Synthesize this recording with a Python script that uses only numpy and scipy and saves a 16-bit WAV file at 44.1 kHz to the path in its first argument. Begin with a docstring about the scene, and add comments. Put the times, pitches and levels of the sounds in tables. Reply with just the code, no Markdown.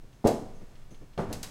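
"""An aluminium hull booms as someone steps aboard a boat parked in a large metal shed.
A heavy footfall and softer ones knock on the metal plates and set them ringing, and the shed echoes.
Fittings snap as the deck takes the weight, and the boat shudders on its supports. Shoes tap, scuff
and press on grit, clothes rustle and something small jingles faintly over the hum of the shed."""
import sys
import numpy as np
from scipy import signal
from scipy.io import wavfile
from scipy.ndimage import uniform_filter1d

SR = 44100
rng = np.random.default_rng(int(sys.argv[2]) if len(sys.argv) > 2 else 0)


def digitize_waveform(pressure):
    """Quantize a signal to 16-bit integers and store it at the path in sys.argv[1].

    Rows of a 2-D input are taken as channels; values are limited to [-1, 1].
    """
    field = np.atleast_2d(pressure).T
    bounded = np.clip(field, -1, 1)
    quanta = np.round(bounded * 32767).astype(np.int16)
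    wavfile.write(sys.argv[1], SR, quanta)


N = 66150
T = np.arange(N) / SR
BAND_EDGES_HZ = np.geomspace(28, 16500, 31)

# A "colour" says how strong each pitch of a noise is. "t60" is the time a sound takes to fade by 60 dB.
# colour of the air in the shed: f/Hz, level/dB
AIR_COLOUR = [(30, 5.5), (70, -6), (140, -6.5), (250, -12.5), (500, -19.5), (1000, -25), (2500, -31.5),
              (6500, -36), (10000, -40.5), (16000, -45)]
# strength of the boat's shudder: t/s, level/dB
SHUDDER_LEVEL = [(0, -41), (.2, -69.5), (.35, -44.5), (.52, -41), (.8, -45), (1.0, -44.5), (1.14, -52),
                 (1.28, -39), (1.5, -47.5)]
# loudness of the clothes: t/s, level/dB
CLOTH_LEVEL = [(0, -77), (.45, -64.5), (.62, -66), (.8, -65.5), (.88, -70.5), (.95, -67), (1.08, -71.5),
               (1.5, -61)]
# colour of the clothes: f/Hz, level/dB
CLOTH_COLOUR = [(200, 0), (700, 3), (1500, -0.5), (4000, -8.5), (8500, -10.5), (11000, -21), (16000, -22)]
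# jingles of small metal: t/s, level/dB
JINGLE_EVENTS = [(.13, -71), (.55, -66), (0.906, -61)]
# pitches of the jingle: f/Hz, level/dB
JINGLE_TONES = [(6200, 2.5), (6620, -1), (9600, -7)]
# colour of grit under the sole: f/Hz, level/dB
GRIT_COLOUR = [(500, -11), (1500, 7), (3000, -1.5), (7000, -6), (10000, -11.5), (16000, -27)]
# light scuffs of a shoe: t/s, level/dB
SCUFF_EVENTS = [(0.129, -62), (.755, -59), (0.819, -66.5), (.907, -62.5), (.945, -57), (1.133, -60),
                (1.177, -45.5)]
# colour of a scuff: f/Hz, level/dB
SCUFF_COLOUR = [(700, -14), (1800, -6.5), (3000, -1), (4000, -4), (5000, -10.5), (9000, -26), (16000, -32)]
# snaps of the deck fittings: t/s, level/dB
SNAP_EVENTS = [(0.2718, -36), (1.3272, -41), (1.4296, -39.5)]
# colour of a snap: f/Hz, level/dB
SNAP_COLOUR = [(300, 3.5), (1200, -1.5), (2000, -2), (3200, -2.5), (4800, 0), (7500, 1), (9300, -3.5),
               (11000, -2.5), (14200, -12.5), (16500, -13)]
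# how long a snap lingers in the shed: f/Hz, t60/s
SNAP_ECHO_FADE = [(1000, 0.49), (5000, 0.52), (14000, 0.33)]
# ringing tones of a fitting: f/Hz, level/dB, t60/s
FITTING_TONES = [(2815, -3, 0.071), (3900, -1.5, 0.15), (4565, -0.5, 0.13), (4860, -1.5, 0.11),
                 (6400, -11, .08), (7080, 0.5, .07)]
# light footfalls: t/s, level/dB, dull above f/Hz
TAP_EVENTS = [(0.031, -49, 380), (.412, -36.5, 128), (.533, -41, 171), (0.609, -43, 405), (.91, -44.5, 360),
              (1.012, -44, 386)]
# colour of a light footfall: f/Hz, level/dB
TAP_COLOUR = [(50, -16), (110, 5.5), (220, 1), (400, -0.5), (1000, -12), (3000, -10.5)]
# heel and sole landings: t/s, level/dB, dull above f/Hz, bass lift/dB, fade time factor,
# place (0 = boat's edge, 1 = deck), knock level/dB
CONTACTS = [(0.2426, -8, 553, 9, 0.47, 0, -7), (0.2505, -6.5, 737, 0, 0.88, 0.071, -5),
            (.2604, -4.5, 707, -15, 1, 0.17, 6.5), (1.1771, -20.5, 1420, 10, 0.94, 0.76, -8.5),
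            (1.1895, -17.5, 1400, 8.5, 0.97, 0.92, -4.5), (1.288, -32.5, 350, 27, 0.76, 0, -13),
            (1.304, -27, 1270, 23.5, 0.73, 0.019, -20)]
# short swings of the plate under the foot: f/Hz, level/dB, t60/s
KNOCK_TONES = [(64.5, -27, 0.13), (123, -22.5, 0.051), (243, -21.5, 0.0074), (472, 1, 0.0074),
               (760, -13.5, .005)]
# main tones of the hull: f/Hz, level/dB when hit at the edge, level/dB when hit on the deck, t60/s
HULL_TONES = [(105.6, -17, -6, 0.78), (162, -3.5, 9, 0.32), (199, -14, 11, 0.27), (222, 1, -1.5, .55),
              (258, -2.5, -5, 0.56), (289.9, -1, -13, 0.54), (381.4, -2, 8.5, 0.33), (400.5, -4, 2, 0.43),
              (443.2, 3, -25, 0.48), (488.7, 1.5, -10, .44), (548, -9, -17, 0.25), (597, 6, -14.5, 0.41),
              (674.4, 1.5, 2.5, 0.46), (707, 5, -14, 0.27), (752, 6, -18, 0.46), (846, 2.5, -3, .4),
              (883, 1.5, -35, .3), (1195, -5, 4, 0.21)]
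# colour of the boom, a blur of many close hull tones: f/Hz, level/dB
BOOM_COLOUR = [(40, -12.5), (80, -11), (150, -5.5), (250, -3.5), (450, 1.5), (750, -5), (1200, -10),
               (2000, -14), (4000, -10.5), (16000, -57)]
# how long the hull booms: f/Hz, t60/s
BOOM_FADE = [(60, 0.8), (150, 0.82), (450, 0.39), (1000, 0.57), (4000, 0.79), (14000, .35)]
# how long the shed echoes a footfall: f/Hz, t60/s
SHED_ECHO_FADE = [(200, 1.2), (1500, 1.56), (6000, .8), (14000, .4)]


def from_db(db):
    """Turn decibels into a number to multiply by."""
    return 10 ** (np.asarray(db) / 20)


def at_hz(table, hz):
    """Read a table between its rows, giving each octave equal room."""
    pitches, values = np.transpose(table)
    return np.interp(np.log(hz), np.log(pitches), values)


def band_noise(low, high):
    """Noise between two pitches, evened out to a steady strength of 1."""
    band = signal.butter(2, [low, high], "band", fs=SR, output="sos")
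    noise = signal.sosfilt(band, signal.sosfilt(band, rng.standard_normal(N + SR // 2)))
    span = int(SR * max(.02, 1.5 / (high - low)))
    strength = np.sqrt(np.abs(uniform_filter1d(noise * noise, span)) + 1e-20)
    return (noise / strength)[-N:]


def shaped_noise(colour, loudness):
    """Noise of a given colour; each narrow band rises and falls with loudness(hz)."""
    lows, highs = BAND_EDGES_HZ[:-1], BAND_EDGES_HZ[1:]
    centres = np.sqrt(lows * highs)
    gains = from_db(at_hz(colour, centres)) * np.sqrt(highs - lows)
    gains /= np.linalg.norm(gains)
    return sum(gain * loudness(hz) * band_noise(low, high)
               for gain, hz, low, high in zip(gains, centres, lows, highs))


def burst(start, rise_s, t60, db=0):
    """Energy of a blow: it rises, then fades. Its square root is the height of the wave."""
    age = np.maximum(T - start, 0)
    fade = np.exp(-np.minimum(2 * np.log(1000) * age / t60, 100))
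    return from_db(db) ** 2 * np.minimum(age / rise_s, 1) * fade


def ring(clicks, hz, t60):
    """Each click starts a fading tone as strong as the click."""
    fade = np.exp(-np.log(1000) / (t60 * SR))
    angle = 2 * np.pi * hz / SR
    return signal.lfilter([0, np.sin(angle)], [1, -2 * fade * np.cos(angle), fade ** 2], clicks + 1e-18)


def shed(hum_hz=126.7):
    """The shed gives a steady rush of air and a low hum."""
    air = shaped_noise(AIR_COLOUR, lambda hz: 1)
    hum = np.sqrt(2) * np.sin(2 * np.pi * hum_hz * T)
    return from_db(-55) * air + from_db(-63.5) * hum


def shudder(low_hz=11, high_hz=19):
    """The whole boat wobbles on its supports."""
    return from_db(np.interp(T, *np.transpose(SHUDDER_LEVEL))) * band_noise(low_hz, high_hz)


def clothes():
    """Cloth rustles faintly as the leg swings over."""
    level = from_db(np.interp(T, *np.transpose(CLOTH_LEVEL)))
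    return shaped_noise(CLOTH_COLOUR, lambda hz: level)


def jingles(spread_hz=230):
    """Small metal shimmers briefly in clusters of high tones."""
    shimmer = sum(from_db(db) * band_noise(hz - spread_hz, hz + spread_hz) for hz, db in JINGLE_TONES)
    energy = sum(burst(start, rise_s=.002, t60=.35, db=db) for start, db in JINGLE_EVENTS)
    return shimmer / 2 * np.sqrt(energy)


def soles():
    """Grit hisses under each step, louder under a hard one; the shoe also scuffs lightly."""
    grit = np.sqrt(sum(burst(start, rise_s=.012, t60=.39 * length, db=-40.5 + .51 * db)
                       for start, db, _, _, length, _, _ in CONTACTS))
    scuffs = np.sqrt(sum(burst(start, rise_s=.00054, t60=.06, db=db) for start, db in SCUFF_EVENTS))
    return shaped_noise(GRIT_COLOUR, lambda hz: grit) + shaped_noise(SCUFF_COLOUR, lambda hz: scuffs)


def fitting_snaps():
    """A fitting takes the weight with a bright crack that lingers in the shed."""
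    def loudness(hz):
        stretch = (7000 / hz) ** .68   # low pitches last longer, but start weaker
        energy = 0
        for start, db in SNAP_EVENTS:
            crack = min(1 / stretch, 2) * burst(start, rise_s=.00099, t60=.079 * stretch, db=db + 5.5)
            echo = burst(start, rise_s=.013, t60=at_hz(SNAP_ECHO_FADE, hz), db=db - 5.5)
            energy += crack + echo
        return np.sqrt(energy)
    return shaped_noise(SNAP_COLOUR, loudness)


def fitting_ring():
    """The snapping metal rings briefly, a little differently each time."""
    sound = 0
    for hz, tone_db, t60 in FITTING_TONES:
        clicks = np.zeros(N)
        for start, db in SNAP_EVENTS:
            clicks[int(start * SR)] = from_db(db + tone_db + rng.normal(0, 1))
        sound += ring(clicks, hz, t60)
    return from_db(-6.5) * sound


def taps():
    """Light footfalls give short, dull bumps that hardly ring the hull."""
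    def loudness(hz):
        return np.sqrt(sum(burst(start, rise_s=.02, t60=.14, db=db) / (1 + (hz / dull_hz) ** 2.56)
                           for start, db, dull_hz in TAP_EVENTS))
    return from_db(10.5) * shaped_noise(TAP_COLOUR, loudness)


def foot_force(hz, db, dull_hz, bass_db, bass_hz=182):
    """How hard a foot drives one pitch: weight lifts the bass, the soft sole dulls the highs."""
    lift_db = bass_db / (1 + (hz / bass_hz) ** 2)
    return from_db(db + lift_db) / np.sqrt(1 + (hz / dull_hz) ** 6)


def knocks(cutoff_hz=1070):
    """The plate right under the foot swings and stops almost at once."""
    sound = 0
    for hz, tone_db, t60 in KNOCK_TONES:
        clicks = np.zeros(N)
        for start, db, dull_hz, bass_db, _, _, knock_db in CONTACTS:
            clicks[int(start * SR)] += foot_force(hz, db, dull_hz, bass_db) * from_db(tone_db + knock_db)
        sound += ring(clicks, hz, t60)
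    return from_db(-3.5) * signal.sosfilt(signal.butter(3, cutoff_hz, fs=SR, output="sos"), sound)


def hull_ring(rise_s=.00076):
    """Each landing adds energy to the hull's main tones; how much depends on where the foot lands."""
    rise = np.exp(-1 / (rise_s * SR))
    sound = 0
    for hz, edge_db, deck_db, t60 in HULL_TONES:
        clicks = np.zeros(N)
        for start, db, dull_hz, bass_db, _, place, _ in CONTACTS:
            place_db = np.interp(place, [0, 1], [edge_db, deck_db])
            clicks[int(start * SR)] += foot_force(hz, db, dull_hz, bass_db) * from_db(place_db)
        fade = np.exp(-2 * np.log(1000) / (t60 * SR))
        energy = signal.lfilter([1], [1, -fade], clicks ** 2 + 1e-24)
        loudness = signal.lfilter([1 - rise], [1, -rise], np.sqrt(energy))   # softens each start
        sound += loudness * np.sin(2 * np.pi * (hz * T + rng.random()))
    return from_db(-26) * sound


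def hull_boom():
    """Each landing shakes many close tones at once: a thump, a longer boom and the shed's echo."""
    def loudness(hz):
        energy = 0
        for start, db, dull_hz, bass_db, length, _, _ in CONTACTS:
            thump = burst(start, rise_s=.005, t60=.11, db=5.5)
            boom = burst(start, rise_s=.005, t60=length * at_hz(BOOM_FADE, hz))
            echo = burst(start, rise_s=.05, t60=at_hz(SHED_ECHO_FADE, hz), db=-24.5)
            energy += foot_force(hz, db, dull_hz, bass_db) ** 2 * (thump + boom + echo)
        return np.sqrt(energy)
    return from_db(-15.5) * shaped_noise(BOOM_COLOUR, loudness)


def scene():
    """Everything as heard from the deck, in one channel."""
    boarding = hull_boom() + hull_ring() + knocks() + taps() + soles() + clothes()
    small_metal = fitting_snaps() + fitting_ring() + jingles()
    return (boarding + small_metal + shudder() + shed())[None]


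def record(dry):
    """The very highest pitches are cut off steeply."""
    cutoff_hz = 15800
    return signal.sosfilt(signal.ellip(10, .2, 80, cutoff_hz, fs=SR, output="sos"), dry)


dry = scene()
out = record(dry)
digitize_waveform(out)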